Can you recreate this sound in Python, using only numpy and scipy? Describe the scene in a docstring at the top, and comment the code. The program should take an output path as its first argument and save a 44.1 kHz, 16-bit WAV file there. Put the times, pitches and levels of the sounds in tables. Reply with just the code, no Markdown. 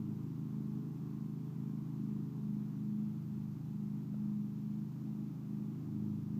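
"""A riding mower with a V-twin engine tows a sweeper across a lawn. From the start, uneven pairs of
firings thump in the muffler; two belt-driven blades hum a little under the engine's note and beat
with it; fan and machinery rush faintly, and a soft steady hiss lies over everything.
At 2.6 s the mower passes some fifteen metres away and its body shades the muffler.
At 4.1 s something knocks once. Near 5 s the mower starts to turn and the exhaust brightens again."""
import sys
import numpy as np
from scipy import signal
from scipy.fft import rfft, irfft, next_fast_len
from scipy.io import wavfile
from scipy.ndimage import uniform_filter1d

SR = 44100
rng = np.random.default_rng(int(sys.argv[2]) if len(sys.argv) > 2 else 0)


def generate_wav(signal):
    """Clip the signal to [-1, 1] and save it as 16-bit WAV at the path in sys.argv[1]."""
    frames = np.transpose(np.atleast_2d(signal))
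    scaled = np.clip(frames, -1, 1) * 32767
    pcm = np.round(scaled).astype(np.int16)
    wavfile.write(sys.argv[1], SR, pcm)


N = 281799
T = np.arange(N) / SR


def exhaust(cycle):
    """The second cylinder fires 3/4 of a crank turn after the first; both ring the muffler."""
    # muffler response: (frequency [Hz], relative gain [dB])
    muffler = [(53, -39), (79, -23.5), (105, -23), (132, -1), (158, 2.5), (185, -3), (211, -3), (238, -5.5),
               (290, -12), (345, -22.5), (372, -23.5), (400, -31), (470, -46.5), (1500, -100)]
    # thump: (time [s], level in 120-150 Hz [dB])
    thump_levels = [(0, -48.2), (.55, -46.7), (1.15, -48.3), (2.05, -46.5), (3.05, -48), (3.75, -47),
                    (4.5, -48.5), (5.7, -48.5), (6.39, -47)]
    start_cycles = -.008
    first = firings(cycle, start_cycles, scatter_db=.6, jitter_s=.00012)
    second = firings(cycle, start_cycles + 3 / 8, scatter_db=.5, jitter_s=.0001)
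    thumps = -unit(colour(first + undb(-.4) * second, muffler), 120, 150)
    # the mower's body shades the muffler in passing, the higher the more
    shade_db = moved(2.5, pass_db=-6.5, turn_db=7) + .7 * walk(3.04)
    for edge_hz, share in [(228, 1), (315, .28)]:
        thumps = thumps + band_change(thumps, edge_hz, 600, share * shade_db)
    return thumps * undb(curves(thump_levels)[0])


def firings(cycle, offset_cycles, scatter_db, jitter_s):
    """One cylinder: a pulse per cycle, scattered in strength and timing."""
    count = int(cycle[-1]) + 1
    timing, strength = rng.standard_normal((count, 2)).T
    due_s = np.interp(np.arange(count) + offset_cycles, cycle, T, right=2 * T[-1])
    at = (due_s + jitter_s * timing) * SR
    heard = (at >= 0) & (at < N)
    return np.bincount(at[heard].astype(int), undb(scatter_db * strength[heard]), N)


def blades(cycle, engine):
    """Each blade passes four times a cycle, less belt slip, beating with the engine and the other."""
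    # belt drive, per blade: (slip [fraction of speed], time hum is in step with engine [s])
    belts = [(.01089, 2.98), (.00773, 3.075)]
    # hum at twice the pass rate, beamed as the mower moves: (time [s], blade 1 [dB], blade 2 [dB])
    hum_levels = [(0, -53, -49.5), (.8, -73, -45.5), (1.95, -44.5, -68), (3, -37.5, -61.5),
                  (3.5, -45.5, -59.5), (4.45, -38, -50.5), (5.7, -46.5, -61.5), (6.39, -37, -70)]
    # overtones: (multiple of pass rate, blade 1 on approach [dB], pass change [dB], turn change [dB])
    overtones = [(3, -60.5, -1, 5), (4, -66.5, -9, -2.5), (5, -88, 0.5, 1), (6, -90, 0, 1.5),
                 (7, -87.5, 0, 1), (8, -83.5, 0, -1), (9, -87.5, -1.5, -1.5)]
    # drone swells as the blades fall into step: (time [s], added peak [dB])
    swells = [(.02, -48), (3.36, -55.5), (6.08, -48)]
    swell_sigma_s, drone_floor_db = .22, -61
    engine_rad = np.angle(np.mean(engine * np.exp(-2j * np.pi * 8 * cycle)))  # harmonic nearest the hum

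    def pass_phase(slip, in_step_s):
        """Phase of a blade falling steadily behind the engine."""
        slipped = cycle - slip * (cycle - np.interp(in_step_s, T, cycle))
        return 2 * np.pi * 4 * slipped + engine_rad / 2

    out = 0
    for (slip, in_step_s), hum_db, trim_db in zip(belts, curves(hum_levels), (0, -3.5)):
        out += undb(hum_db + .27 * walk(9)) * np.cos(2 * pass_phase(slip, in_step_s))
        phase = pass_phase(slip, in_step_s=3.04)  # both blades' overtones add up here
        for multiple, *levels_db in overtones:
            gain = undb(moved(*levels_db) + trim_db + 1.6 * walk(5.5))
            out += gain * np.cos(round(multiple) * phase + .15 * walk(7))
    swell = sum(undb(db) * np.exp(-((T - at_s) / swell_sigma_s) ** 2 / 2) for at_s, db in swells)
    drone_gain = (undb(drone_floor_db) + swell) * undb(.53 * walk(7))
    return out + drone_gain * np.cos(pass_phase(*belts[0]) + .15 * walk(8.4))


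def machinery(cycle):
    """Air rushes through deck and cowl, pulsing with the crank; the block shakes; fan and gears whine."""
    # air rush: (frequency [Hz], relative gain [dB])
    rush_spectrum = [(20, -23), (40, -10.5), (70, -3), (110, 13.5), (200, 22), (300, 19.5), (380, 8.5),
                     (470, -3), (570, -7), (820, -2.5), (1130, -3.5), (1300, -6.5), (1500, -12),
                     (5000, -35.5)]
    # gears, flywheel fan: (multiple of cycle rate, approach [dB], pass change [dB], turn change [dB])
    whines = [(36, -79.5, -4, -1), (40, -75.5, -14, 3)]
    crank = np.cos(2 * np.pi * 2 * cycle)
    rush = unit(colour(rng.standard_normal(N), rush_spectrum), 735, 1400) * (1 + .066 * crank)
    # the lawn reflection cancels a band that fills in on the turn
    lawn_dip = band_change(rush, 420, 700, moved(-1, pass_db=-.4, turn_db=3))
    upper_fan = band_change(rush, 950, 1300, moved(-.2, pass_db=-1, turn_db=.8))
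    rush_db = moved(-71, pass_db=-1, turn_db=.9) + .5 * walk(9.9)
    shake = undb(-83.5 + 1.8 * walk(7)) * crank
    out = (rush + lawn_dip + upper_fan) * undb(rush_db) + shake
    for multiple, *levels_db in whines:
        gain = undb(moved(*levels_db) + 1.9 * walk(6.5))
        out += gain * np.cos(2 * np.pi * round(multiple) * cycle + .26 * walk(6.9))
    return out


def knock(start_s=4.142, peak_db=-49.5, contact_s=.00061):
    """One short, dull knock; the soft contact rounds its start."""
    # ringing modes: (frequency [Hz], t60 [s], relative level [dB])
    modes = [(540, 0.02, -2), (624, 0.019, 6), (1050, .01, -10), (1400, 0.012, -1), (1750, 0.011, -11)]
    age_s = np.maximum(T - start_s, 0)
    ring = sum(undb(db - 60 * age_s / t60_s) * np.sin(2 * np.pi * hz * age_s) for hz, t60_s, db in modes)
    ring *= 1 - np.exp(-age_s / contact_s)
    return undb(peak_db) * ring / np.max(np.abs(ring))


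def hiss(level_db=-77):
    """Smooth background hiss, barely wavering."""
    # hiss: (frequency [Hz], relative gain [dB])
    spectrum = [(1180, -29), (2000, -3.5), (2560, -1.5), (2930, -3.5), (6620, -5), (9690, -14),
                (13600, -4.5), (14700, -3.5), (15200, -5.5)]
    gain = undb(level_db + .14 * walk(7.3))
    return gain * unit(colour(rng.standard_normal(N), spectrum), 3000, 15000)


def moved(approach_db, pass_db, turn_db):
    """Level [dB] easing by pass_db as the mower draws level, then by turn_db as it turns."""
    pass_s, pass_ease_s = 2.6, .26
    turn_s, turn_ease_s = 5.07, .16
    passed = (1 + np.tanh((T - pass_s) / (2 * pass_ease_s))) / 2
    turned = (1 + np.tanh((T - turn_s) / (2 * turn_ease_s))) / 2
    return approach_db + pass_db * passed + turn_db * turned


def undb(db):
    """Decibels to gain."""
    return 10 ** (np.asarray(db) / 20)


def curves(table):
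    """Table columns, interpolated linearly in time."""
    times_s, *columns = np.transpose(table)
    return [np.interp(T, times_s, column) for column in columns]


def band(x, lo_hz, hi_hz):
    """Zero-phase band-pass."""
    sos = signal.butter(4, [lo_hz, hi_hz], "band", fs=SR, output="sos")
    return signal.sosfiltfilt(sos, x, padtype="even", padlen=8000)


def band_change(x, lo_hz, hi_hz, gain_db):
    """Signal that, added to x, shifts one band by gain_db."""
    return (undb(gain_db) - 1) * band(x, lo_hz, hi_hz)


def unit(x, lo_hz, hi_hz):
    """Scale x to rms 1 within a band."""
    return x / np.std(band(x, lo_hz, hi_hz))


def colour(x, points):
    """Minimum-phase filter through points (frequency [Hz], gain [dB])."""
    size = 2 * next_fast_len(N // 2 + 8192)
    hz, db = np.transpose(points)
    bins_hz = np.arange(size // 2 + 1) * SR / size
    gain_db = np.interp(np.log(bins_hz + 1e-9), np.log(hz), db)
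    cepstrum = irfft(np.log(undb(gain_db)))
    cepstrum[1:size // 2] *= 2
    cepstrum[size // 2 + 1:] = 0
    return irfft(rfft(x, size) * np.exp(rfft(cepstrum)))[:N]


def walk(rate_hz):
    """Slow random drift: held steps smoothed twice, standard deviation 1."""
    hold = int(SR / rate_hz)
    steps = np.repeat(rng.standard_normal(N // hold + 1), hold)
    drift = uniform_filter1d(uniform_filter1d(steps, hold), hold)[:N]
    return drift / np.std(drift)


def scene():
    """One engine speed drives exhaust, blades and fan."""
    # speed as the governor hunts: (time [s], four-stroke cycle rate [Hz])
    speed = [(0.0, 26.5), (1.9, 26.57), (2.35, 26.3), (2.7, 26.25), (3.05, 26.66), (3.6, 25.97),
             (4.1, 26.25), (4.6, 26.27), (5.0, 26.69), (5.4, 26.22), (5.9, 26.46), (6.39, 26.2)]
    cycle = np.cumsum(curves(speed)[0]) / SR
    engine = exhaust(cycle)
    return (engine + blades(cycle, engine) + machinery(cycle) + knock() + hiss())[None]


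def record(dry):
    """Steep elliptic low-pass."""
    cutoff_hz = 15350
    return signal.sosfilt(signal.ellip(12, .1, 80, cutoff_hz, fs=SR, output="sos"), dry)


dry = scene()
out = record(dry)
generate_wav(out)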